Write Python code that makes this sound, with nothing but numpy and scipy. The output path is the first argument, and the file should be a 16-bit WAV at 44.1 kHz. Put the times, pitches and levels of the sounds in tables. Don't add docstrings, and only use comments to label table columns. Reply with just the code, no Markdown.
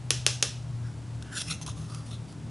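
import sys
import numpy as np
from scipy import signal
from scipy.fft import rfft, irfft, next_fast_len
from scipy.io import wavfile
from scipy.ndimage import map_coordinates

SR = 44100
rng = np.random.default_rng(int(sys.argv[2]) if len(sys.argv) > 2 else 0)


def digitize_waveform(pressure):
    field = np.atleast_2d(pressure).T
    bounded = np.clip(field, -1, 1)
    quanta = np.round(bounded * 32767).astype(np.int16)
    wavfile.write(sys.argv[1], SR, quanta)


N = 110250

# (time [s], level [dB], contact rattle t60 [s], treble tilt [dB/octave],
# resonance favoured by the spot struck [Hz], its boost [dB])
PALETTE_TAPS = [(0.106, -3.5, 0.003, -0.4, 10500, 6.5), (0.2649, -1, .010, -0.3, 2820, 2.5),
                (0.4263, -3.5, 0.017, -0.5, 6560, 8)]
# (frequency [Hz], width [Hz], relative level [dB])
PALETTE_RESONANCES = [(405, 210, -1), (555, 156, -7.5), (826, 66, -10.5), (1210, 120, -11), (1730, 800, -4),
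                      (2760, 430, 0), (3340, 930, 4), (4110, 500, -2), (5270, 1140, 4), (6100, 480, -3.5),
                      (7250, 360, -12), (8260, 500, -4.5), (9910, 570, 0.5)]
# (frequency [Hz], level relative to its tap [dB], t60 [s])
BLADE_RING = [(3345, -46, .3), (3421, -45, .3), (4118, -49, .28), (5401, -44, .3), (5474, -47, .3),
              (5588, -45, .3), (5642, -46, .3), (6174, -48, .25)]
PALETTE_LOW_HZ = 302
SPOT_WIDTH_HZ, TILT_PIVOT_HZ = 440, 4000
RING_SCATTER_DB = 1.5
WALL_S, WALL_DB = 0.0088, -17
TAP_ROOM_DB = -6.5


def palette_taps():
    out = np.zeros((2, N))
    low_cut = signal.butter(4, PALETTE_LOW_HZ, 'high', fs=SR, output='sos')
    for start, db, t60, tilt_db, spot_hz, spot_db in PALETTE_TAPS:
        t = since(start)

        def body(f):
            return sum(amp(level + tilt_db * np.log2(hz / TILT_PIVOT_HZ)) * resonance(f, hz, width)
                       for hz, width, level in PALETTE_RESONANCES)

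        def spot_and_wall(f):
            spot = 1 + (amp(spot_db) - 1) * resonance(f, spot_hz, SPOT_WIDTH_HZ)
            wall = 1 + amp(WALL_DB) * np.exp(-2j * np.pi * f * WALL_S)
            return spot * wall

        impulse = 1.0 * (t == 0)
        blow = signal.sosfilt(low_cut, filtered(impulse, body))
        blow = 3.26 * blow / np.linalg.norm(blow)
        rattling = signal.fftconvolve(blow, contact_rattle(t60))[:N]
        clack = filtered(rattling, spot_and_wall)
        ring = np.zeros(N)
        for hz, level, life in BLADE_RING:
            gain = amp(level + rng.normal(0, RING_SCATTER_DB))
            ring += gain * np.sin(2 * np.pi * hz * t) * dying(t, life)
        out += amp(db) * in_room(clack + ring, TAP_ROOM_DB, blow)
    return out


RATTLE_DB, RATTLE_HOLD_S = 1, 0.0016


def contact_rattle(t60, size=1024, count=6):
    t = np.arange(size) / SR
    envelope = dying(np.maximum(t - RATTLE_HOLD_S, 0), t60)
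    chatter = rng.standard_normal(size) * envelope
    blow = 1.0 * (t == 0)
    force = amp(RATTLE_DB) * chatter / np.linalg.norm(chatter) - blow
    for _ in range(count):
        flat = irfft(np.exp(1j * np.angle(rfft(force))))
        force = flat * envelope ** .25
    return force / np.linalg.norm(force)


# (start [s], rise [s], hold [s], fall [s], level [dB],
# hollow [Hz], hollow level [dB], blade [Hz], blade level [dB])
JAR_SCRAPES = [(0.798, 0.054, .03, 0.061, -67, 1550, 8.5, 5400, -0.5),
               (1.229, 0.034, 0.077, .05, -64.5, 1580, 9.5, 3060, -0.5),
               (1.303, 0.057, 0.013, 0.045, -39.5, 1645, -3, 7000, -6),
               (1.355, .028, .036, 0.013, -35.5, 1810, -19, 3540, -12),
               (1.385, 0.024, 0.074, 0.03, -47.5, 1500, -15, 5250, -6.5),
               (1.466, 0.023, 0.023, 0.078, -44.5, 1350, -9.5, 2650, -0.5),
               (1.489, .019, .015, 0.0099, -38, 1370, -11, 3880, -0.5),
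               (1.519, 0.0046, .028, 0.018, -49, 1300, -14, 6160, -1.5),
               (1.612, 0.0024, 0.015, .02, -44, 1000, -13, 6170, -3),
               (1.664, .002, 0.0036, 0.013, -41, 1080, -29.5, 3080, -5),
               (1.674, 0.004, 0.003, 0.036, -42, 1080, 2.5, 6330, -3),
               (1.684, .008, 0.027, 0.014, -49, 1100, -37, 3600, -6.5),
               (1.733, 0.036, 0.067, 0.11, -54.5, 1125, -5.5, 6250, -13),
               (1.869, .035, 0.049, 0.18, -52.5, 1160, -1.5, 4732, -6.5),
               (2.042, 0.022, .04, 0.045, -56.5, 1260, -20, 8600, -14),
               (2.108, 0.0017, 0.038, 0.042, -52.5, 1270, -8, 3650, 0.5),
               (2.264, 0.024, 0.027, 0.047, -60.5, 1250, -6, 4700, -2)]
HOLLOW_WIDTH_HZ, BLADE_WIDTH_HZ = 300, 520
SCRAPE_WAVER_DB = 1.5


def jar_scrapes():
    out = np.zeros(N)
    force = stick_slip()
    rub = jar_body(force)
    for start, rise, hold, fall, db, hollow_hz, hollow_db, blade_hz, blade_db in JAR_SCRAPES:
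        corners = np.cumsum([0, rise, hold, fall])
        pressure = np.interp(since(start), corners, [0, 1, 1, 0]) ** 1.96
        hollow = amp(hollow_db) * narrow(force, hollow_hz, HOLLOW_WIDTH_HZ)
        blade = amp(blade_db) * narrow(force, blade_hz, BLADE_WIDTH_HZ)
        out += amp(db) * pressure * (rub + hollow + blade)
    return out * amp(SCRAPE_WAVER_DB * wobble(130))


SLIPS_PER_S, SMOOTH_SHARE = 3500, 0.45
JAR_ECHO_S, JAR_ECHO_DRIFT_S, JAR_ECHO_SHARE = .0014, .00006, .3


def stick_slip():
    grains = (rng.random(N) < SLIPS_PER_S / SR) * rng.standard_normal(N)
    smooth = rng.standard_normal(N)
    force = np.sqrt(1 - SMOOTH_SHARE) * unit(grains) + np.sqrt(SMOOTH_SHARE) * smooth
    delay = JAR_ECHO_S + JAR_ECHO_DRIFT_S * wobble(12)
    echo = map_coordinates(force, [np.arange(N) - delay * SR])
    return force + JAR_ECHO_SHARE * echo


# (time [s], level [dB], hollow [Hz])
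RIM_TICKS = [(1.2245, -38, 1620), (1.6135, -40, 1000), (1.6638, -33, 1100), (1.6772, -37, 1040),
             (1.9468, -35.5, 1240), (2.1140, -43, 1250), (2.3255, -47, 1230)]
TICK_T60_S, TICK_HOLLOW_DB = .022, -8


def rim_ticks():
    out = np.zeros(N)
    for start, db, hollow_hz in RIM_TICKS:
        burst = rng.standard_normal(N) * dying(since(start), TICK_T60_S)
        hollow = amp(TICK_HOLLOW_DB) * narrow(burst, hollow_hz, HOLLOW_WIDTH_HZ)
        out += amp(db) * np.std(burst) * (jar_body(burst) + hollow)
    return out


# (frequency [Hz], width [Hz], relative level [dB])
JAR_RESONANCES = [(660, 440, -12), (2100, 120, -5), (2710, 210, 0), (3340, 590, 3), (4000, 1000, 3),
                  (5400, 930, 6), (6260, 330, -4.5), (7250, 570, -7), (8600, 1100, 0.5), (9570, 560, 0),
                  (10070, 600, -7)]


def jar_body(x):
    def body(f):
        return sum(amp(db) * resonance(f, hz, width) for hz, width, db in JAR_RESONANCES)
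    return unit(filtered(x, body))


# (frequency [Hz], t60 [s])
ROOM_T60 = [(200, 0.16), (1000, 0.27), (3500, 0.4073), (6000, 0.36), (10500, 0.32)]
# (frequency [Hz], level [dB])
ROOM_TINT = [(200, 5.5), (1200, -0.5), (3500, -5), (5500, -2), (7500, -2.5), (10500, -7)]
ROOM_BUILD_S, SIDE_DB = 0.0013, -24.5
DESK_T60_S, DESK_SIDE_DB = 0.036, -23.5


def in_room(x, wet_db, drive):
    hz, t, noise = signal.stft(rng.standard_normal((2, SR // 2)), SR, nperseg=256)
    decay = dying(t, along(ROOM_T60, hz)[:, None])
    colour = amp(along(ROOM_TINT, hz))[:, None]
    build = 1 - np.exp(-t / ROOM_BUILD_S)
    tail = signal.istft(noise * decay * colour * build, SR, nperseg=256)[1]
    tail = tail / np.linalg.norm(tail[0])
    mid, side = amp(wet_db) * signal.fftconvolve(drive[None], tail, axes=1)[:, :N]
    desk = rng.standard_normal(SR // 20) * dying(np.arange(SR // 20) / SR, DESK_T60_S)
    scatter = signal.fftconvolve(x, desk / np.linalg.norm(desk))[:N]
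    side = amp(SIDE_DB) * side + amp(DESK_SIDE_DB) * scatter
    return x + np.array([mid + side, mid - side])


# (time [s], pitch [Hz], level [dB])
MOTOR_HUM = [(0, 123.8, -43), (.17, 123.5, -35), (.5, 121, -37), (.86, 117.7, -34.5), (.95, 117.4, -43),
             (1.15, 117.4, -37.5), (1.4, 114.6, -50), (1.8, 115.8, -39), (2.05, 114.2, -43),
             (2.18, 115, -37.5), (2.3, 116.7, -47), (2.5, 115.9, -41)]
OCTAVE_DB = -62.5


def motor_hum():
    s, pitch, level = np.transpose(MOTOR_HUM)
    t = since(0)
    phase = 2 * np.pi * np.cumsum(np.interp(t, s, pitch)) / SR
    fundamental = amp(np.interp(t, s, level) + 0.93 * wobble(14)) * np.sin(phase)
    octave = amp(OCTAVE_DB + 4.8 * wobble(5.72)) * np.sin(2 * phase)
    return np.sqrt(2) * (fundamental + octave)


# (frequency [Hz], width [Hz], level [dB])
ROOM_BOOMS = [(154.9, 8.5, -47.5), (198.1, 6.9, -57), (231.9, 7.6, -61), (280, 25, -58.5),
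              (374, 100, -63.5)]
# (time [s], gain [dB])
BOOM_GAIN = [(0, -6.5), (.8, -1), (1.2, -1.5), (1.5, 4), (1.9, 1.5), (2.5, 1.5)]
DEEP_HZ, DEEP_WIDTH_HZ, DEEP_DB = 73.9, 7, -51


def room_booms():
    booms = sum(amp(db) * narrow(rng.standard_normal(N), hz, width) for hz, width, db in ROOM_BOOMS)
    gain = amp(np.interp(since(0), *np.transpose(BOOM_GAIN)))
    deep = amp(DEEP_DB) * narrow(rng.standard_normal(N), DEEP_HZ, DEEP_WIDTH_HZ)
    return gain * booms + deep


# (frequency [Hz], relative density [dB per Hz])
AIR_SPECTRUM = [(20, -34), (40, -20.5), (60, -11), (105, 1.5), (150, 0), (200, -14), (300, -14), (450, -22),
                (650, -19.5), (950, -23.5), (1500, -27.5), (2200, -31), (5500, -34), (8000, -35.5),
                (11000, -41)]
# (frequency [Hz], side level [dB])
AIR_WIDTH = [(30, -13), (70, -9), (130, -18.5), (250, -9.5), (500, -13), (1500, -16), (8000, -29)]
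AIR_DB = -43.5


def room_tone():
    mid, side = amp(AIR_DB) * coloured(rng.standard_normal((2, N)), AIR_SPECTRUM)
    return mid, filtered(side, lambda f: amp(along(AIR_WIDTH, f)))


BASS_LEFT_DB = 1.7


def background():
    air, side = room_tone()
    mid = motor_hum() + room_booms() + air

    def lean(f):
        return amp(np.outer([.5, -.5], along([(200, BASS_LEFT_DB), (600, 0)], f)))

    return filtered(np.array([mid + side, mid - side]), lean)


def amp(db):
    return 10 ** (np.asarray(db) / 20)


def unit(x):
    return x / np.sqrt(np.mean(x ** 2) + 1e-20)


def along(points, hz):
    f, v = np.transpose(points)
    return np.interp(np.log(hz + 1), np.log(f + 1), v)


def wobble(rate):
    knots = rng.standard_normal(int(N * rate / SR) + 4)
    return map_coordinates(knots, [np.arange(N) * rate / SR])


def filtered(x, response):
    m = next_fast_len(N + SR // 2)
    return irfft(rfft(x, m) * response(np.fft.rfftfreq(m, 1 / SR)), m)[..., :N]


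def resonance(f, hz, width):
    return 1j * f * width / (hz * hz - f * f + 1j * f * width)


def narrow(x, hz, width):
    b, a = signal.iirpeak(hz, hz / (1.5 * width), fs=SR)
    return unit(signal.lfilter(b, a, signal.lfilter(b, a, x)))


def coloured(x, spectrum):
    return unit(filtered(x, lambda f: amp(along(spectrum, f))))


def since(start):
    return (np.arange(N) - round(start * SR)) / SR


def dying(t, t60):
    return (t >= 0) * amp(-60 * np.maximum(t, 0) / t60)


JAR_LOW_HZ, JAR_ROOM_DB = 250, -13


def scene():
    low_cut = signal.butter(2, JAR_LOW_HZ, 'high', fs=SR, output='sos')
    jar = signal.sosfilt(low_cut, jar_scrapes() + rim_ticks())
    return palette_taps() + in_room(jar, JAR_ROOM_DB, jar) + background()


CEILING, TOP_HZ = .85, 11080


def record(dry):
    rounded = dry / (1 + np.abs(dry / CEILING) ** 6) ** (1 / 6)
    return filtered(rounded, lambda f: 1 / np.sqrt(1 + (f / TOP_HZ) ** 200))


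dry = scene()
out = record(dry)
digitize_waveform(out)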